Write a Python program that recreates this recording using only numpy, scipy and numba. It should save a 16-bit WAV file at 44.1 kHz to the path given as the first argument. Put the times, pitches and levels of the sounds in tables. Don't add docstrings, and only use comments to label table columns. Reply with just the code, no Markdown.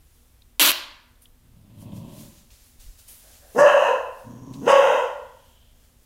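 import sys
import numpy as np
from scipy import signal
from scipy.fft import rfft, irfft
from scipy.io import wavfile
from scipy.ndimage import uniform_filter1d, minimum_filter1d
from numba import njit

SR = 44100
rng = np.random.default_rng(int(sys.argv[2]) if len(sys.argv) > 2 else 0)


def elevation(decibels):
    levels = np.asarray(decibels, float)
    return 10 ** (levels / 20)


def persist_wave(psi):
    counts = np.round(np.clip(psi, -1, 1) * 32767).astype(np.int16)
    wavfile.write(sys.argv[1], SR, np.atleast_2d(counts).T)


N = 267113
TIME = np.arange(N) / SR


# time_s, effort_db, fold_rate_hz, throat_hz, opening_db
BARK_PATHS = [
    [(3.549, -26, 215.1, 404, -21), (3.578, -18, 230.3, 454, -9.5), (3.588, -13, 547.5, 536, -1.5),
     (3.61, -7.5, 567, 550, -3.5), (3.64, -7.5, 593, 544, -15.5), (3.67, -14.5, 570.5, 578, 2),
     (3.76, -17, 546.4, 566, -5), (3.88, -19.5, 519.6, 563, 1.5), (4.03, -40, 520.7, 588.7, -12)],
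    [(4.62, -33, 207.9, 240, -27), (4.651, -29, 250, 284, -19), (4.658, -23, 370, 380, -14),
     (4.671, -21, 388.7, 470, -9), (4.681, -11, 557, 597, -1), (4.735, -11, 551.5, 580, -4.5),
     (4.91, -18.5, 524.8, 570, -0.5), (5.04, -28, 520.3, 557, -3), (5.09, -46.5, 523, 535, -1)],
]
LOCK_TIMES = [3.605, 4.68]
# centre_hz, width_hz, level_db
MOUTH_MODES = [
    [(694, 140, 0.5), (929, 112, 4), (1027, 100, 1), (1390, 227, -5.5), (1736, 200, -7), (2067, 250, -28.5)],
    [(743, 56, -9), (842, 80, 3.5), (954, 76, 1.5), (1111, 98, -6.5), (1387, 167, -3), (1924, 180, -9.5)],
]
# centre_hz, width_hz, level_db
SNOUT_MODES = [
    [(2696, 220, 8.5), (3004, 310, -6.5), (3900, 250, -14)],
    [(2680, 330, 4.5), (3117, 390, -4), (3710, 160, -8.5)],
]
MOUTH_LEVELS = [0.7, -0.13]
SNOUT_LEVELS = [-10.5, -12]
HISS_LEVELS = [-27.5, -26.5]
SNOUT_SHUT = [-12.5, -0.5]
BEAT_RATES = [33.3, 32.56]
BEAT_PEAKS = [3.677, 4.708]
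BEAT_DEPTHS = [.35, .9]
RUSH_LAGS = [-.008, 0.027]
# centre_hz, width_hz, level_db
HISS_MODES = [(4983, 420, -17.5), (6470, 1027, 0), (8400, 1200, -10.5), (10300, 3500, -13),
              (14530, 4590, -20)]
# centre_hz, width_hz, level_db
RUSH_MODES = [(4920, 680, -2.5), (7680, 2500, 4), (11000, 2400, -4.5), (14600, 3200, -7)]
THROAT_WIDTH_HZ = 111
CHEST_OPEN_S = .06
ROUGH_BREAK, ROUGH_CLEAR, ROUGH_HOARSE, ROUGH_RISE_S = .4, .22, .52, .2
HISS_EFFORT_SHARE, HISS_OPEN_SHARE, SNOUT_SHARE = .79, .4, .8
SNOUT_CLEAR_S, RUSH_S = .063, .028


def bark(k):
    lock_s = LOCK_TIMES[k]
    gate, effort_db, hz, throat_hz, open_db = columns(BARK_PATHS[k], size=100)
    mouth_db = effort_db + MOUTH_LEVELS[k] + open_db
    shut_db = np.interp(TIME, [lock_s, lock_s + SNOUT_CLEAR_S], [SNOUT_SHUT[k], 0])
    snout_db = effort_db + SNOUT_LEVELS[k] + SNOUT_SHARE * open_db + shut_db
    hiss_db = HISS_LEVELS[k] + HISS_EFFORT_SHARE * effort_db + HISS_OPEN_SHARE * open_db

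    rough_times = [lock_s - .015, lock_s, lock_s + ROUGH_RISE_S]
    rough = np.interp(TIME, rough_times, [ROUGH_BREAK, ROUGH_CLEAR, ROUGH_HOARSE])
    voice, air_puffs = folds(hz, rough)

    throat = voice
    for width_hz in (2.5 * THROAT_WIDTH_HZ, 2.0 * THROAT_WIDTH_HZ, 490.0):
        throat = svf(throat, throat_hz, width_hz)
    beating = (TIME > lock_s - .02) * np.cos(2 * np.pi * BEAT_RATES[k] * (TIME - BEAT_PEAKS[k]))
    throat = (1 + BEAT_DEPTHS[k] * beating) * steady(throat)

    closed = uniform_filter1d(1. * (TIME < BARK_PATHS[k][0][0] + CHEST_OPEN_S), size=400)
    chest = steady(ring(voice, [(204.7, 110, -1.5), (350.6, 268, -7)])) * (elevation(-9.5) * closed + elevation(-27.5))

    jet = .5 * air_puffs + rng.standard_normal(N)
    burst = np.exp(-((TIME - lock_s - RUSH_LAGS[k]) / RUSH_S) ** 2)
    hiss = steady(ring(jet, HISS_MODES)) + elevation(4.5) * burst * steady(ring(jet, RUSH_MODES))

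    upper = elevation(mouth_db) * steady(ring(voice, MOUTH_MODES[k]))
    upper += elevation(snout_db) * steady(ring(voice + 1.1 * air_puffs, SNOUT_MODES[k]))
    return gate * (elevation(effort_db) * (throat + chest) - upper + elevation(hiss_db) * hiss)


# time_s, fold_rate_hz, effort_db, lift_db (a lifted larynx takes sound from the chest)
GRUMBLE_PATH = [
    (1.38, 124, -85, -12),
    (1.43, 118, -64.5, -4),
    (1.66, 110, -58.5, -3.5),
    (1.75, 107.8, -51.5, -3),
    (1.87, 104.3, -42, -1),
    (1.99, 115.2, -43, -3),
    (2.1, 110, -41.5, 11),
    (2.25, 108.3, -48.5, 21),
    (2.44, 102.1, -75, 7),
]
# time_s, fold_rate_hz, effort_db, lift_db
GROWL_PATH = [
    (4.245, 115.1, -52, -7.5),
    (4.299, 116.9, -43, 0.1),
    (4.42, 125.8, -45.5, -2.5),
    (4.5, 131.1, -40.5, 2.5),
    (4.589, 139.8, -40.5, 4),
    (4.65, 135, -33.5, 17.5),
]
CLOSED_ROUGH = [.6, .38]
# centre_hz, width_hz, level_db
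CHEST_MODES = [
    [(110, 50, 1)],
    [(125, 107, 0)],
]
PHARYNX_MODES = [
    [(162, 57, 3), (211, 96, -0.5), (326, 143, -9)],
    [(182, 72, 3), (260.5, 120, -2.5), (370, 99, -7)],
]
NOSE_MODES = [
    [(564, 76, 4), (987, 205, -9), (1200, 35.3, -35)],
    [(566, 30, -3), (998, 160, -2)],
]
BREATH_MODES = [
    [(3093, 970, 10), (4660, 340, -22)],
    [(3080, 830, -10), (5667, 403, -4.5), (6500, 710, -2)],
]
NOSE_LEVELS = [-12, -16]
BREATH_LEVELS = [-22, -21]
FULL_EFFORT_DB = -42
NOSE_SHARE, BREATH_SHARE = 1.14, .76
THROB_HZ, THROB_WIDTH_HZ, THROB_DB = 21, 12, 2.5


def grumble(k):
    gate, hz, effort_db, lift_db = columns((GRUMBLE_PATH, GROWL_PATH)[k], size=900)
    throb = unit(ring(rng.standard_normal(N), [(THROB_HZ, THROB_WIDTH_HZ, 0)]))
    effort_db = effort_db + THROB_DB * throb
    short_db = effort_db - FULL_EFFORT_DB
    nose_db = FULL_EFFORT_DB + NOSE_LEVELS[k] + NOSE_SHARE * short_db
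    breath_db = FULL_EFFORT_DB + BREATH_LEVELS[k] + BREATH_SHARE * short_db

    voice, air_puffs = folds(hz, np.full(N, CLOSED_ROUGH[k]))
    out = elevation(effort_db - lift_db) * steady(ring(voice, CHEST_MODES[k]), size=3000)
    out += elevation(effort_db) * steady(ring(voice, PHARYNX_MODES[k]), size=3000)
    out += elevation(nose_db) * steady(ring(voice, NOSE_MODES[k]), size=3000)
    out += elevation(breath_db) * steady(ring(air_puffs, BREATH_MODES[k]), size=3000)
    return gate * out


def folds(hz, rough):
    chance = rng.standard_normal((5000, 2)).clip(-1.7, 1.7)
    pulses, phase, size = beats(hz, rough, chance, .18, .88)
    air_puffs = size * np.exp(-phase / .5) * rng.standard_normal(N)
    return pulses * np.sqrt(SR / hz) + 1.9 * rough * air_puffs, air_puffs


@njit
def beats(hz, rough, chance, stretch, scatter):
    pulses, phase, size = np.zeros(len(hz) + 1), np.empty(len(hz)), np.empty(len(hz))
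    p, cycle = .999, 0
    for i in range(len(hz)):
        step = hz[i] * np.exp(stretch * rough[i] * chance[cycle, 0]) / SR
        p += step
        now = np.exp(scatter * rough[i] * chance[cycle, 1])
        if p >= 1:
            p, cycle = p - 1, cycle + 1
            pulses[i] += now * p / step
            pulses[i + 1] += now * (1 - p / step)
        phase[i], size[i] = p, now
    return pulses[:-1], phase, size


# peak_s, peak_db, rise_s (10 dB), fade_s (10 dB)
PUFFS = [
    (5.27, -66.5, 0.4, .3),
    (5.63, -67, 0.24, 0.15),
]


def pant():
    whistle = unit(ring(rng.standard_normal(N), [(3104, 510, 0)]))
    return sum(swell(*puff) for puff in PUFFS) * whistle


# time_s, rib_rate_hz, level_db
RIB_PATH = [
    (.596, 370, -9.5),
    (.605, 295.1, -1),
    (.63, 287.4, -12),
    (.668, 293.3, -10),
    (.68, 315.3, -13),
    (.7105, 399.6, -15),
]
# time_s, level_db
SINGLE_RIBS = [
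    (0.7133, -12),
    (0.7171, -7.5),
]
# frequency_hz, level_db per Hz
STRAP_COLOUR = [(88, -65.5), (150, -40.5), (288, -4), (403, -18), (621, -9), (819, -16), (979, -6),
                (2030, -8), (3020, -1), (4480, -6), (5040, -11.5), (9110, -11), (12500, -6), (15800, -15),
                (16800, -57.5)]
SLIP_SHARE, SLIP_SHRINK_PER_S = .72, 1.8


def strap():
    gate, hz, db = columns(RIB_PATH, size=8)
    level = gate * elevation(db)
    start_s = RIB_PATH[0][0]
    slip = np.clip(SLIP_SHARE - SLIP_SHRINK_PER_S * (TIME - start_s), .1, 1)
    clicks, phase, size = beats(hz * gate.clip(1e-9), gate, rng.standard_normal((200, 2)), .03, .2)
    scrape = level * size * np.sin(np.pi * np.clip(phase / slip, 0, 1))
    for s, rib_db in SINGLE_RIBS:
        scrape += elevation(rib_db) * np.exp(-((TIME - s) / .00012) ** 2)
    slips = (scrape + .12 * level) * rng.standard_normal(N) - 3.7 * level * clicks
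    out = colour(slips, STRAP_COLOUR) * (TIME > start_s)
    return out * np.sqrt(np.sum(slips ** 2) / np.sum(out ** 2)) * elevation(3.0)


# peak_s, peak_db, fade_s (10 dB), treble_db
PAW_STEPS = [
    (1.222, -62, 0.04, 8.5),
    (2.514, -57.5, 0.15, -10),
    (2.802, -55.5, 0.22, -2),
    (2.99, -57, 0.05, 2),
    (3.085, -51.5, 0.11, 6.5),
    (4.537, -54, 0, -10),
]
# peak_s, peak_db, swell_s (10 dB), treble_db
CLOTH_DRAGS = [(.17, -68, 0.32, 1), (1.82, -58, 0.03, 3.5), (1.97, -55.5, 0.02, -1),
               (2.21, -50.5, 0.1, -0.2), (2.39, -58.5, 0.06, -13), (2.67, -63.5, 0.15, 2),
               (3.34, -55, 0.14, -4), (3.57, -54.5, 0.07, 3.5), (3.98, -62, 0.16, 0),
               (4.2, -60.5, .12, -0.5), (4.665, -58.5, 0.1, -2), (5.07, -57, 0.2, -8), (5.49, -67, 0.2, -2),
               (5.85, -66, 0.1, -4.5), (6.04, -68, .05, 0.5)]
# peak_s, peak_db, rise_s (10 dB), fade_s (10 dB)
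BODY_TURNS = [
    (3.25, -59, 0.02, 0.17),
    (3.43, -60, 0.01, 1.6),
]
STEP_RISE_S, SHORTEST_DRAG_S = .006, .032


def scuffs():
    mid = unit(colour(rng.standard_normal(N), [(1500, -11), (3200, -6.5), (7500, -4.0), (9500, -12.5)]))
    treble = unit(colour(rng.standard_normal(N), [(6500, -32), (9000, -.5), (12000, -2), (15500, -6.5)]))
    dull = unit(ring(rng.standard_normal(N), [(604, 210, -1), (1660, 350, -10.5)]))
    out = np.zeros(N)
    for s, db, fade_s, treble_db in PAW_STEPS:
        out += swell(s, db, STEP_RISE_S, max(fade_s, SHORTEST_DRAG_S)) * (mid + elevation(treble_db) * treble)
    for s, db, swell_s, treble_db in CLOTH_DRAGS:
        swell_s = max(swell_s, SHORTEST_DRAG_S)
        out += swell(s, db, swell_s, swell_s) * (mid + elevation(treble_db) * treble)
    return out + sum(swell(*turn) for turn in BODY_TURNS) * dull


# start_s, peak_db, pitch_hz, t60_s
CLAW_TICKS = [
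    (0.4195, -38.5, 3720, 0.016),
    (1.1544, -54, 3480, 0.025),
    (1.2552, -40, 3230, 0.023),
    (2.5036, -47, 3360, 0.032),
    (2.796, -51, 3820, 0.02),
    (4.537, -41, 3900, 0.05),
]
CLAW_WIDTHS = [704, 695, 700, 2500, 2500, 2230]
# start_s, peak_db, pitch_hz
HAND_THUMPS = [
    (2.788, -45.5, 32),
    (2.862, -39.5, 32.3),
    (2.887, -38.5, 33.5),
]


def knocks():
    out = np.zeros(N)
    for (s, db, hz, t60), width_hz in zip(CLAW_TICKS, CLAW_WIDTHS):
        t = np.clip(TIME - s, 0, None)
        snap = unit(ring(rng.standard_normal(N), [(hz, width_hz, 0)]))
        decay = np.exp(-np.log(1000) * t / t60) * np.minimum(t / .001, 1)
        out += elevation(db) * decay * (.4 * np.sin(2 * np.pi * hz * t) + .6 * snap)
    for s, db, hz in HAND_THUMPS:
        t = np.clip(TIME - s, 0, None)
        out += elevation(db) * np.exp(-t / .02) * np.sin(2 * np.pi * hz * t) * 2.0
    return out


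# frequency_hz, level_db per Hz
AIR_COLOUR = [(12, -31.5), (20, 2.5), (82, -3.5), (175, -18), (226, -18.5), (483, -25.5), (824, -28),
              (1000, -28), (1450, -30.5), (2850, -32.5), (3570, -32), (4470, -35), (15000, -32.5),
              (16800, -52.5)]
# pitch_hz, level_db
FRIDGE_LINES = [(59.2, -64.5), (242.2, -72.5), (479.1, -83.5)]


def air():
    hum = sum(elevation(db) * unit(ring(rng.standard_normal(N), [(hz, 9.0, 0)])) for hz, db in FRIDGE_LINES)
    return elevation(-56.5) * unit(colour(rng.standard_normal(N), AIR_COLOUR)) + hum


# centre_hz, t60_s, level_db
ROOM_BANDS = [(118, 0.77, -5.5), (306, 0.54, -5), (505, 0.6, -2), (960, 0.68, -1.5), (1998, 0.63, -3),
              (3180, 0.51, -1), (4880, 0.5, 2), (6000, 0.47, -4), (8000, 0.42, -8), (10500, 0.37, -7.5),
              (15000, 0.26, -1.5)]


def room():
    t, out = TIME[:SR], 0
    noise = rfft(rng.standard_normal(SR))
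    axis = np.log(np.arange(len(noise)) + 1)
    centres = np.log(np.transpose(ROOM_BANDS)[0])
    for share, (_, t60, db) in zip(np.eye(len(centres)), ROOM_BANDS):
        band = irfft(noise * np.interp(axis, centres, share), SR)
        out = out + band * elevation(db - 60 * t / t60)
    out = out * np.clip((t - .004) / .002, 0, 1)
    return out / np.sqrt(np.sum(out ** 2))


def ring(x, modes):
    out = np.zeros(N)
    for k, (hz, width_hz, db) in enumerate(modes):
        centre = np.full(N, 1. * hz)
        once = svf(x, centre, 1.5 * width_hz)
        out += (-1) ** k * elevation(db) * svf(once, centre, 1.5 * width_hz)
    return out


@njit
def svf(x, hz, width):
    y, band, low = np.empty(len(x)), 0., 0.
    for i in range(len(x)):
        g, k = np.tan(np.pi * hz[i] / SR), width / hz[i]
        v = (band + g * (x[i] - low)) / (1 + g * (g + k))
        band, low, y[i] = 2 * v - band, low + 2 * g * v, k * v
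    return y


def colour(x, points):
    hz, db = np.transpose(points)
    axis = np.log(np.arange(len(x) // 2 + 1) * SR / len(x) + 1)
    return irfft(rfft(x) * elevation(np.interp(axis, np.log(hz), db)), len(x))


def columns(table, size):
    s, *rest = np.transpose(table)
    gate = uniform_filter1d(1. * ((TIME > s[0]) & (TIME < s[-1])), size=size)
    return [gate] + [np.interp(TIME, s, c) for c in rest]


def swell(s, db, rise_s, fade_s):
    return elevation(db - 10 * np.maximum((s - TIME) / rise_s, (TIME - s) / fade_s))


def steady(x, size=1500):
    return x / np.sqrt(uniform_filter1d(x ** 2, size=size) + 1e-30)


def unit(x):
    return x / np.sqrt(np.mean(x ** 2) + 1e-30)


def scene():
    dog = sum(bark(k) + grumble(k) for k in range(2))
    near = strap()
    wet = signal.fftconvolve(elevation(-4) * dog + elevation(-12.5) * near, room())[:N]
    return (elevation(-2.5) * dog + near + wet + pant() + scuffs() + knocks() + air())[None]


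def roll_off(x):
    return signal.sosfilt(signal.butter(12, 17090, fs=SR, output="sos"), x)


GAIN_KNEE_DB, GAIN_SLOPE, GAIN_MEMORY_S = -31, .17, .09
PEAK, TOP_HZ = .71, 15800


def record(dry):
    keep = np.exp(-1 / (GAIN_MEMORY_S * SR))
    loud = np.sqrt(signal.lfilter([1 - keep], [1, -keep], dry ** 2) + 1e-12)
    x = dry * np.minimum(1, elevation(GAIN_KNEE_DB) / loud) ** GAIN_SLOPE
    x = signal.sosfilt(signal.ellip(8, .2, 70, TOP_HZ, fs=SR, output="sos"), x)
    limit = np.minimum(1, PEAK / (np.abs(x) + 1e-9))
    x = x * uniform_filter1d(minimum_filter1d(limit, size=129), size=65)
    return roll_off(x)


dry = scene()
out = record(dry)
persist_wave(out)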